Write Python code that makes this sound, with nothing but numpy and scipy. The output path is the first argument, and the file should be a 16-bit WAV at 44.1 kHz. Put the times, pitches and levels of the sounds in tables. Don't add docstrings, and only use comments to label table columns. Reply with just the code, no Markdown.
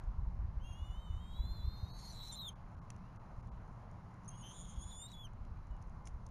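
import sys
import numpy as np
from scipy import signal
from scipy.fft import rfft, irfft
from scipy.io import wavfile
from scipy.ndimage import uniform_filter1d

SR = 44100
rng = np.random.default_rng(int(sys.argv[2]) if len(sys.argv) > 2 else 0)


def wav_out(sig):
    wavfile.write(sys.argv[1], SR, np.round(np.clip(np.atleast_2d(sig).T, -1, 1) * 32767).astype(np.int16))


def invert_db(x):
    u = np.asarray(x, float) / 20
    return 10 ** u


N = 277872
T = np.arange(N) / SR
PATCHY_DB = 4
CAMERA_HZ, LEAD_S = 16000, 1 / 100


def rms1(x):
    return x / np.sqrt(np.mean(np.abs(x) ** 2))


def band(x, hz, width):
    return signal.lfilter(*signal.iirpeak(hz, hz / width, fs=SR), x)


def low(x, hz, order=2):
    return signal.sosfilt(signal.butter(order, hz, fs=SR, output="sos"), x)


def walk(hz):
    return rms1(low(rng.standard_normal(N), hz))


def complex_walk(hz, top_hz):
    return rms1(low(walk(hz) + 1j * walk(hz), top_hz))


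def moment(s, half_s):
    return np.exp(-((T - s) / half_s) ** 2)


def columns(table, fade=0.0013):
    s, *rest = np.transpose(table)
    gate = np.clip(np.minimum(T - s[0], s[-1] - T) / fade + 1, 0, 1)
    return [np.interp(T, s, c) for c in rest] + [gate]


def turning(hz):
    return np.exp(2j * np.pi * np.cumsum(hz) / SR)


def wind():
    # (time [s], level [dB])
    turbulence = [(0, -48), (0.4, -42.5), (1.0, -50), (1.6, -43), (2.0, -50), (2.5, -55), (2.9, -51.5),
                  (3.16, -59), (3.4, -48), (3.9, -56), (4.5, -56.5), (4.8, -50), (5.05, -58.5),
                  (5.4, -49.5), (6.3, -50.5)]
    # (time [s], peak [dB], swing [Hz])
    gusts = [(-.004, -36.5, 72), (0.084, -30, 39.7), (0.106, -34, 41.3), (0.19, -27.5, 57.6),
             (0.241, -31.5, 50), (0.278, -30, 51.3), (0.397, -29.5, 58), (0.451, -30, 64.6),
             (0.489, -38, 75.5), (0.578, -28.5, 47.3), (0.713, -36.5, 53), (0.805, -36.5, 55.6),
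             (0.83, -33, 57.4), (0.905, -33.5, 52), (0.991, -37, 49), (1.107, -30, 64), (1.145, -32, 57.4),
             (1.171, -35.5, 70), (1.405, -26, 46.8), (1.451, -38, 44.2), (1.504, -36.5, 44.1),
             (1.596, -36, 58), (1.65, -28, 47.4), (1.681, -25.5, 63.4), (1.838, -30, 60.5),
             (4.781, -34.5, 50.5), (4.86, -37, 64), (5.417, -37, 55), (5.521, -36, 51.3),
             (5.717, -36.5, 48.4), (6.15, -37.5, 53.7)]
    db, _ = columns(turbulence)
    out = invert_db(db + 1.0 * walk(15)) * rms1(band(low(rng.standard_normal(N), 88), 36, 78))
    for s, peak_db, hz in gusts:
        near = slice(max(int((s - .06) * SR), 0), int((s + .06) * SR))
        t = T[near] - s
        swell = np.exp(-(t * hz / .46) ** 2)
        out[near] += invert_db(peak_db) * swell * np.cos(2 * np.pi * hz * t - 1.8)
    return out


def traffic():
    # (frequency [Hz], level [dB per Hz])
    air = [(53, -31.5), (90, -5), (114, 1), (146, -6.5), (178, -4), (263, -18.5), (442, -23.5), (1020, -16),
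           (1740, -31), (2870, -40), (3510, -45.5), (6350, -43), (7500, -43), (9750, -89), (16500, -120)]
    # (time [s], level [dB])
    hum_level = [(0.0, -62), (0.26, -64.5), (4.21, -62), (4.95, -64.5), (6.3, -64)]
    hz, db = np.transpose(air)
    f = np.fft.rfftfreq(N, 1 / SR) + 1
    colour = invert_db(np.interp(np.log(f), np.log(hz), db)) * rfft(rng.standard_normal(N))
    out = 0
    for centre in 80 * 2 ** np.arange(0, 7, .5):
        share = np.clip(1 - np.abs(np.log2(f / centre)) * 2, 0, 1)
        out = out + irfft(colour * share, N) * invert_db(1.1 * walk(3.74))
    hum = irfft(colour * (np.abs(np.log(f / 866)) < .55), N)
    return out / np.std(hum) * invert_db(columns(hum_level)[0])


def drones():
    # (frequency [Hz], width [Hz], level [dB])
    hums = [
        (169.3, 10, -71),
        (2111, 25, -87.5),
        (4070, 400, -91.5),
    ]
    out = 0
    for hz, width, db in hums:
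        hum = rms1(band(band(rng.standard_normal(N), hz, width), hz, width))
        out = out + invert_db(db + 1.5 * walk(1.2)) * hum
    return out


def ticks():
    # (time [s], peak [dB], dull part [dB re peak])
    cracks = [(0.0377, -72, -15), (0.1156, -83, -11), (2.9028, -49.5, -8), (2.9047, -60, -6),
              (2.908, -65, -7), (2.963, -67, -10), (3.161, -69, -15), (3.1816, -67, -5), (3.473, -72, -11),
              (3.6775, -74.5, -8), (3.727, -73, -11), (3.9133, -71, -16), (3.95, -87, -12),
              (4.1416, -72, -9), (4.2353, -71, -14), (4.2462, -69, -13), (5.1168, -59, -14),
              (5.334, -72, -8), (5.451, -72, -2), (5.572, -74.5, -2), (5.67, -72, -8), (5.71, -75, -14),
              (5.7658, -75, -5), (5.817, -70, -14), (5.8205, -78, -16), (5.8245, -65, -12),
              (5.827, -71, -12), (5.873, -74, -9), (5.896, -72, -13), (6.0561, -59, -17), (6.06, -68, -15),
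              (6.063, -65, -12), (6.067, -64, -10), (6.0718, -50, -10.5), (6.0745, -55.5, -7),
              (6.053, -68, -10), (6.0824, -64, -12), (6.089, -72, -14), (6.264, -63, -29),
              (6.266, -57, -20), (6.289, -70, -10)]
    length = 4096
    out, t = np.zeros(N + length), np.arange(length) / SR
    for s, db, dull_db in cracks:
        decay = np.exp(-np.log(1000) * t / .007) * np.minimum(t / .0001, 1)
        crack = rng.standard_normal(length) * decay
        bright = band(band(crack, 6600, 2200), 6600, 2200)
        dull = band(band(crack, 2400, 2500), 2400, 3000)
        knock = invert_db(dull_db + 0.5) * dull / np.abs(dull).max()
        out[int(s * SR):][:length] += invert_db(db + 11.5) * (bright / np.abs(bright).max() + knock)
    return out[:N]


def membrane_flutter():
    # (from [s], beat [Hz], chaotic share [0-1], sideband [dB])
    states = [(0, 300, .9, -30), (1.96, 250, .55, -15), (2.125, 200, .2, -8), (2.195, 215, .35, -10),
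              (2.29, 200, .3, -24), (2.315, 190, .35, -12), (2.4, 200, .3, -30), (4.43, 195, .14, -8.5),
              (4.5, 270, .3, -5.5), (4.555, 190, .32, -4), (4.67, 245, .35, -6.5), (4.79, 270, .45, -14),
              (4.93, 250, .6, -27), (5.085, 250, .95, -3), (5.115, 250, .9, -27)]
    turn_s, pitch_shake = .015, .7
    s, *state = np.transpose(states)
    now = np.searchsorted(s, T, "right") - 1
    beat_hz, chaos, side_db = (uniform_filter1d(c[now], size=int(turn_s * SR)) for c in state)
    beat = turning(beat_hz * (1 + .09 * walk(30)))
    regular = 2 * beat.real + .8 * (beat ** 2).real
    chaotic = 1.7 * complex_walk(480, 750)
    flutter = invert_db(side_db) * (np.sqrt(1 - chaos) * regular + np.sqrt(chaos) * chaotic)
    wobble = (beat * np.exp(1.2j * walk(12))).imag
    sway = np.exp(1j * pitch_shake * invert_db(side_db) * np.sqrt(1 - chaos) * wobble)
    return beat, flutter, sway


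def airflow_catches():
    # (time [s], half length [s], high membrane [Hz], low membrane [Hz], shake [dB])
    catches = [(0.663, 0.0048, -62, 0, -35), (0.703, 0.025, 31, -0.5, -40), (0.72, 0.0036, 40, -2.5, -10),
               (0.733, 0.023, -110, -24, -38), (0.787, 0.0056, 1.5, 3, -18), (1.952, 0.047, 21, 0, -36),
               (0.85, 0.032, 160, 0.5, -40), (0.891, 0.0035, -69, 45, -28),
               (0.912, 0.0058, -73.5, -61, -20), (1.013, 0.059, 199, 137, -41),
               (1.111, 0.014, -31.5, -43, -24), (1.198, 0.028, 57, 18.5, -42),
               (1.338, 0.0062, 4.5, -190, -19), (1.281, 0.047, 0, -59, -40), (1.38, 0.011, 3, 2, -25),
               (1.551, 0.0059, 89.5, 110, -22), (1.56, 0.007, -66.5, -62, -23),
               (1.616, 0.04, -165, -140, -44), (1.751, 0.0083, 49.5, 60.5, -30),
               (1.772, 0.006, -33.5, -110, -23), (1.898, 0.0065, 93.5, 2.5, -38),
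               (1.931, 0.027, 58, 38.5, -32), (4.919, 0.0044, 0, 271, -35), (4.951, 0.0047, 0, 42, -37)]
    high_bend, low_bend, shake = sum(np.outer([high_hz, low_hz, invert_db(db)], moment(s, half))
                                     for s, half, high_hz, low_hz, db in catches)
    return (high_bend, low_bend), shake * 1.7 * complex_walk(260, 300)


def membrane_chokes():
    # (time [s], half length [s], high membrane [dB], low membrane [dB])
    chokes = [(0.704, 0.0053, -3, -2), (0.737, 0.0055, 4, -7), (0.792, .015, 1, 1), (1.178, 0.012, -3, 1.5),
              (1.28, 0.013, 4, -1), (1.32, 0.009, 0, -2), (1.384, 0.0066, -7, 3), (1.458, 0.0087, -2, 4),
              (1.54, 0.0075, 1.5, -6), (1.765, 0.0063, -2, -4), (1.874, 0.01, -13, 4),
              (2.119, 0.0027, -12, -4), (2.308, 0.0035, 0, -9), (4.66, 0.0045, 0, -8)]
    return sum(np.outer([high_db, low_db], moment(s, half)) for s, half, high_db, low_db in chokes)


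def voice(table, flutter, bend_hz, sway, choke_db=0):
    hz, db, octave_db, gate = columns(table)
    waver = 1 + .0024 * walk(90) + .0012 * walk(25)
    swing = sway * turning((hz + bend_hz) * waver)
    size = gate * invert_db(choke_db + 0.91 * walk(54))
    tone = invert_db(db + 4.5) * size * (1 + flutter)
    octave = invert_db(octave_db + 10.5 + PATCHY_DB / 2 * walk(20)) * size * (1 + invert_db(-1.5) * flutter)
    return swing, tone, octave


def membrane_pair(high_notes, low_notes, flutter, bends, sway, chokes):
    # (time [s], level [dB under the pair])
    upper = [(.6, -25), (1.2, -21.5), (1.75, -20.5), (1.88, -10), (1.97, -14), (2.02, -21)]
    sum_db = -15
    high, loud, octave = voice(high_notes, flutter, bends[0], sway, chokes[0])
    deep, deep_loud, deep_octave = voice(low_notes, flutter, bends[1], sway, chokes[1])
    sum_tone = invert_db(sum_db + PATCHY_DB * walk(14)) * high * deep
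    upper_tone = invert_db(columns(upper)[0] + PATCHY_DB / 2 * walk(7.1)) * high ** 2 / deep
    mixed = np.sqrt(np.abs(loud * deep_loud)) * (sum_tone + upper_tone)
    return loud * high + octave * high ** 2 + deep_loud * deep + deep_octave * deep ** 2 + mixed


def breath_rasp(beat):
    # (frequency [Hz], width [Hz], level [dB])
    throat = [(2140, 500, -8), (3680, 1800, -10), (5470, 640, -3), (7130, 1150, 0)]
    # (start [s], end [s], hiss [dB], centre of whistle [Hz], whistle [dB])
    puffs = [(1.302, 1.422, -89, 5160, -98), (1.554, 1.76, -86.5, 6300, -98),
             (1.762, 1.895, -77, 6150, -80), (1.903, 1.972, -82, 6460, -74.5),
             (1.967, 1.994, -70, 6430, -64), (1.989, 2.084, -63.5, 6510, -66.5),
             (2.081, 2.137, -64.5, 6040, -63.5), (2.141, 2.21, -63, 7100, -84),
             (2.221, 2.292, -62.5, 6200, -72), (2.318, 2.336, -61, 5980, -60),
             (2.287, 2.394, -72, 6380, -74), (1.977, 2.024, -93, 6190, -74.5),
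             (2.112, 2.163, -84, 7060, -66), (2.276, 2.29, -76, 5650, -66), (2.394, 2.47, -77, 6900, -95),
             (4.253, 4.263, -92, 5980, -71), (4.442, 4.696, -76.5, 5175, -97),
             (4.703, 5.0, -73, 5150, -106), (5.08, 5.14, -69.5, 6850, -78)]
    fade_s = 0.015
    noise = rng.standard_normal(N)
    hiss = rms1(sum(invert_db(db) * band(band(noise, hz, width), hz, width) for hz, width, db in throat))
    pulse = invert_db(1.2 * walk(260) + .8 * walk(25)) * (1 + .3 * beat.real)
    slack = rms1(1.6 + walk(190) + 1j * walk(190))
    rasp = 0
    for start, end, hiss_db, hz, whistle_db in puffs:
        gate = np.clip(np.minimum(T - start, end - T) / fade_s + .5, 0, 1)
        whistle = invert_db(whistle_db + 6.0) * slack * np.exp(2j * np.pi * hz * T)
        rasp = rasp + gate * (invert_db(hiss_db) * hiss + whistle)
    return rms1(pulse) * rasp


def eagle():
    rise_high = [(.6, 2950, -79, -98), (.645, 3220, -68.5, -76), (.92, 3490, -77.5, -83),
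                 (1.29, 3730, -74, -82), (1.37, 3860, -61, -75), (1.5, 4135, -61.5, -95),
                 (1.86, 4176, -65, -100), (2.08, 4540, -64, -83), (2.118, 4354, -58, -78)]
    rise_low = [(.635, 2655, -95, -103), (0.647, 2770, -68.5, -94.5), (.905, 2940, -67.5, -91),
                (1.18, 3000, -70.5, -91), (1.21, 3170, -69, -96), (1.529, 3560, -69, -78.5),
                (1.839, 3710, -68.5, -100), (1.99, 4047, -67, -86), (2.061, 4307, -56, -88)]
    break_low = [(2.126, 4075, -62, -62), (2.198, 4016, -57.5, -66), (2.206, 3900, -53, -68),
                 (2.285, 4040, -58, -63), (2.309, 4054, -44.5, -84), (2.314, 3700, -55, -73),
                 (2.325, 3610, -61, -51), (2.352, 3580, -56, -55), (2.363, 3800, -66, -78)]
    slip_high = [
        (2.358, 4010, -54, -90),
        (2.368, 4060, -55, -85),
        (2.414, 4160, -54.5, -85),
        (2.421, 3950, -70, -90),
    ]
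    fall_low = [(2.395, 3890, -50, -85), (2.415, 3886, -50.5, -69), (2.428, 3760, -50, -69),
                (2.441, 3680, -50, -85), (2.459, 3613, -49, -71), (2.473, 3530, -49, -69),
                (2.492, 3187, -49.5, -56), (2.503, 3093, -63, -81)]
    warble = [(4.277, 3186, -92, -75), (4.28, 3236, -91, -55.5), (4.284, 3380, -90, -59),
              (4.292, 3220, -82, -53), (4.297, 3030, -82, -72), (4.306, 3190, -85, -65),
              (4.315, 3255, -78, -68), (4.33, 3170, -74, -77), (4.355, 3303, -72.5, -68),
              (4.361, 3195, -76, -69), (4.37, 3260, -82, -69.5), (4.378, 3310, -83, -61),
              (4.409, 3400, -79, -72.5), (4.412, 3256, -86, -66.5), (4.429, 3286, -94, -69),
              (4.434, 3285, -100, -89)]
    strands = [(4.52, 3504, -99, -86), (4.535, 3506, -81, -69), (4.55, 3625, -83, -75),
               (4.57, 3680, -97, -92), (4.665, 3517, -97, -89), (4.69, 3510, -88, -73),
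               (4.71, 3510, -83, -71), (4.744, 3514, -82, -77), (4.78, 3520, -97, -87)]
    wisp = [
        (4.855, 3800, -98, -110),
        (4.872, 3880, -84, -105),
        (4.906, 3866, -73, -105),
        (4.932, 3800, -76, -105),
        (4.944, 3870, -101, -110),
    ]
    swell = [(4.306, 2740, -79, -100), (4.358, 3000, -74, -96), (4.364, 3007, -92, -100),
             (4.374, 2944, -74, -98), (4.395, 2825, -77, -98), (4.42, 2930, -78, -98),
             (4.428, 3050, -64, -78), (4.44, 3083, -59.5, -69.5), (4.47, 3103, -60.5, -69),
             (4.49, 3117, -66, -66.5)]
    crest = [(4.512, 3213, -63, -68.5), (4.535, 3225, -70.5, -71), (4.55, 3410, -69.5, -70.5),
             (4.575, 3476, -66, -63), (4.6, 3443, -68, -60), (4.635, 3385, -75, -71),
             (4.66, 3374, -68, -73), (4.675, 3290, -73.5, -70), (4.712, 3235, -72, -71)]
    lull = [
        (4.74, 3255, -73.5, -77),
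        (4.785, 3335, -70.5, -71.5),
    ]
    climb = [(4.812, 3270, -70.5, -60), (4.836, 3455, -60, -61), (4.85, 3380, -70, -61),
             (4.866, 3452, -72, -65), (4.908, 3430, -62.5, -62.5), (4.92, 3430, -59, -68),
             (4.931, 3484, -60, -61.5), (4.94, 3407, -61.5, -60.5), (4.979, 3495, -64.5, -57.5)]
    peak = [(5.004, 3544, -61.5, -57), (5.02, 3607, -58.5, -54.5), (5.039, 3694, -57.5, -58.5),
            (5.066, 3670, -58, -57.5), (5.075, 3924, -61.5, -75), (5.09, 3975, -66.5, -80),
            (5.104, 3896, -69.5, -76), (5.113, 3790, -68, -80), (5.12, 3854, -61, -70)]
    close = [(5.131, 3870, -62, -74), (5.138, 3470, -59.5, -70), (5.15, 3398, -61.5, -75),
             (5.163, 3410, -61, -87), (5.184, 3387, -61, -79), (5.2, 3418, -57, -80),
             (5.232, 3380, -60, -78), (5.255, 3110, -55, -63.5), (5.266, 2980, -72.5, -79)]
    gasp = [
        (5.2675, 2800, -71, -77),
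        (5.271, 2990, -63.5, -76),
        (5.273, 2900, -84, -92),
        (5.2755, 2530, -72, -95),
        (5.281, 2450, -78, -100),
    ]
    beat, flutter, sway = membrane_flutter()
    bends, shake = airflow_catches()
    flutter = flutter + shake
    shaken = (flutter, bends, sway, membrane_chokes())
    swing, tone, _ = voice(slip_high, 0, 0, 1.0)
    first = membrane_pair(rise_high, rise_low + break_low + fall_low, *shaken)
    second = membrane_pair(warble + strands + wisp,
                           swell + crest + lull + climb + peak + close + gasp, *shaken)
    return (tone * swing + first + second + breath_rasp(beat)).real


def far_bird():
    # (start [s], length [s], from [Hz], to [Hz], loudest [dB])
    notes_sung = [
        (2.97, .17, 2350, 3120, -85),
        (5.54, .07, 2250, 2600, -84),
        (5.68, .12, 2970, 2870, -81.5),
        (4.975, .075, 2885, 2865, -76),
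        (5.04, .085, 2870, 2900, -79),
        (6.22, .025, 6600, 6150, -84),
        (2.494, .016, 2350, 2250, -74),
    ]
    out = 0
    for s, length, from_hz, to_hz, db in notes_sung:
        along = np.clip((T - s) / length, 0, 1)
        glide = turning(from_hz + (to_hz - from_hz) * along).real
        out = out + invert_db(db + 4 + 2 * walk(30)) * np.sin(np.pi * along) * glide
    return out


def scene():
    bed = wind() + traffic() + drones()
    near = ticks()
    call = eagle()
    t = np.arange(8192) / SR
    branches = rng.standard_normal(8192) * np.exp(-np.log(1000) * t / .2) * (t > .008)
    branches = invert_db(-21) * branches / np.linalg.norm(branches)
    scatter = signal.fftconvolve(call + invert_db(-5.5) * near, branches)[:N]
    return (call + near + scatter + far_bird() + bed)[None]


def camera_rounding(x):
    frame, frame_start, first_bin = 1024, 496, 260
    band_ratio = 1.076
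    step_db, beside_db = -9, -4
    up_db, down_db = -4.5, -8
    sudden_db = 14
    pad = 2 * frame - frame_start
    wide = np.pad(x, (pad, 3 * frame))
    n, k = np.arange(2 * frame), np.arange(first_bin, frame)
    window = np.sin(np.pi * (n + .5) / (2 * frame))
    basis = window[:, None] * np.cos(np.pi / frame * np.outer(n + .5 + frame / 2, k + .5))
    frames = np.lib.stride_tricks.sliding_window_view(wide, 2 * frame)[::frame]
    lines = frames @ basis
    which = (np.log(k / first_bin) / np.log(band_ratio)).astype(int)
    bands = np.arange(which[-1] + 1)
    member = which[:, None] == bands
    level_db = 10 * np.log10(lines ** 2 @ member / member.sum(axis=0) + 1e-18)
    apart = np.subtract.outer(bands, bands)
    slope_db = np.where(apart > 0, up_db, -down_db) * apart
    hidden_db = np.where(apart == 0, step_db, beside_db + slope_db)
    step = invert_db((level_db[:, None] + hidden_db).max(axis=2))[:, which]
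    whole = np.floor((np.abs(lines) / step) ** .75 + .4054)
    rounded = np.sign(lines) * step * whole ** (4 / 3)
    treble = np.diff(frames, 4, prepend=np.zeros((len(frames), 4))) ** 2
    bits = treble.reshape(len(frames), 16, -1).sum(axis=2)[:, 1:]
    steady = bits.max(axis=1) < invert_db(2 * sudden_db) * np.median(bits, axis=1)
    error = (rounded - lines) * steady[:, None] @ basis.T * 2 / frame
    return x + (error[:-1, frame:] + error[1:, :frame]).ravel()[pad - frame:][:len(x)]


def camera_dropouts(x):
    drops = [1.928, 2.397, 2.548, 2.761, 2.805, 3.186, 3.42, 3.508, 4.83, 4.98, 5.256]
    f, t, z = signal.stft(x, CAMERA_HZ, "hann", 320)
    power = uniform_filter1d(np.abs(z) ** 2, size=5, axis=0) + 1e-18
    when = sum(np.abs(t - LEAD_S - s) < .009 for s in drops)
    starved = when * invert_db(-166) * np.clip(f / 1500 - .8, 0, 1)[:, None]
    keep = .12 + .88 / (1 + (starved / power) ** 2)
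    return signal.istft(z * keep, CAMERA_HZ, "hann", 320)[1][:len(x)]


def low_pass(x):
    return signal.sosfilt(signal.butter(12, 15400, fs=SR, output="sos"), x)


def record(dry):
    running = np.pad(dry[0], (SR // 100, 0), "edge")
    slow = signal.resample_poly(low(running, 7360, order=10), CAMERA_HZ // 100, SR // 100)
    slow = camera_dropouts(camera_rounding(slow))[CAMERA_HZ // 100:]
    x = np.interp(T, np.arange(len(slow)) / CAMERA_HZ, slow)
    mix = (x + invert_db(-99) * rng.standard_normal(N))[None]
    return low_pass(mix)


dry = scene()
out = record(dry)
wav_out(out)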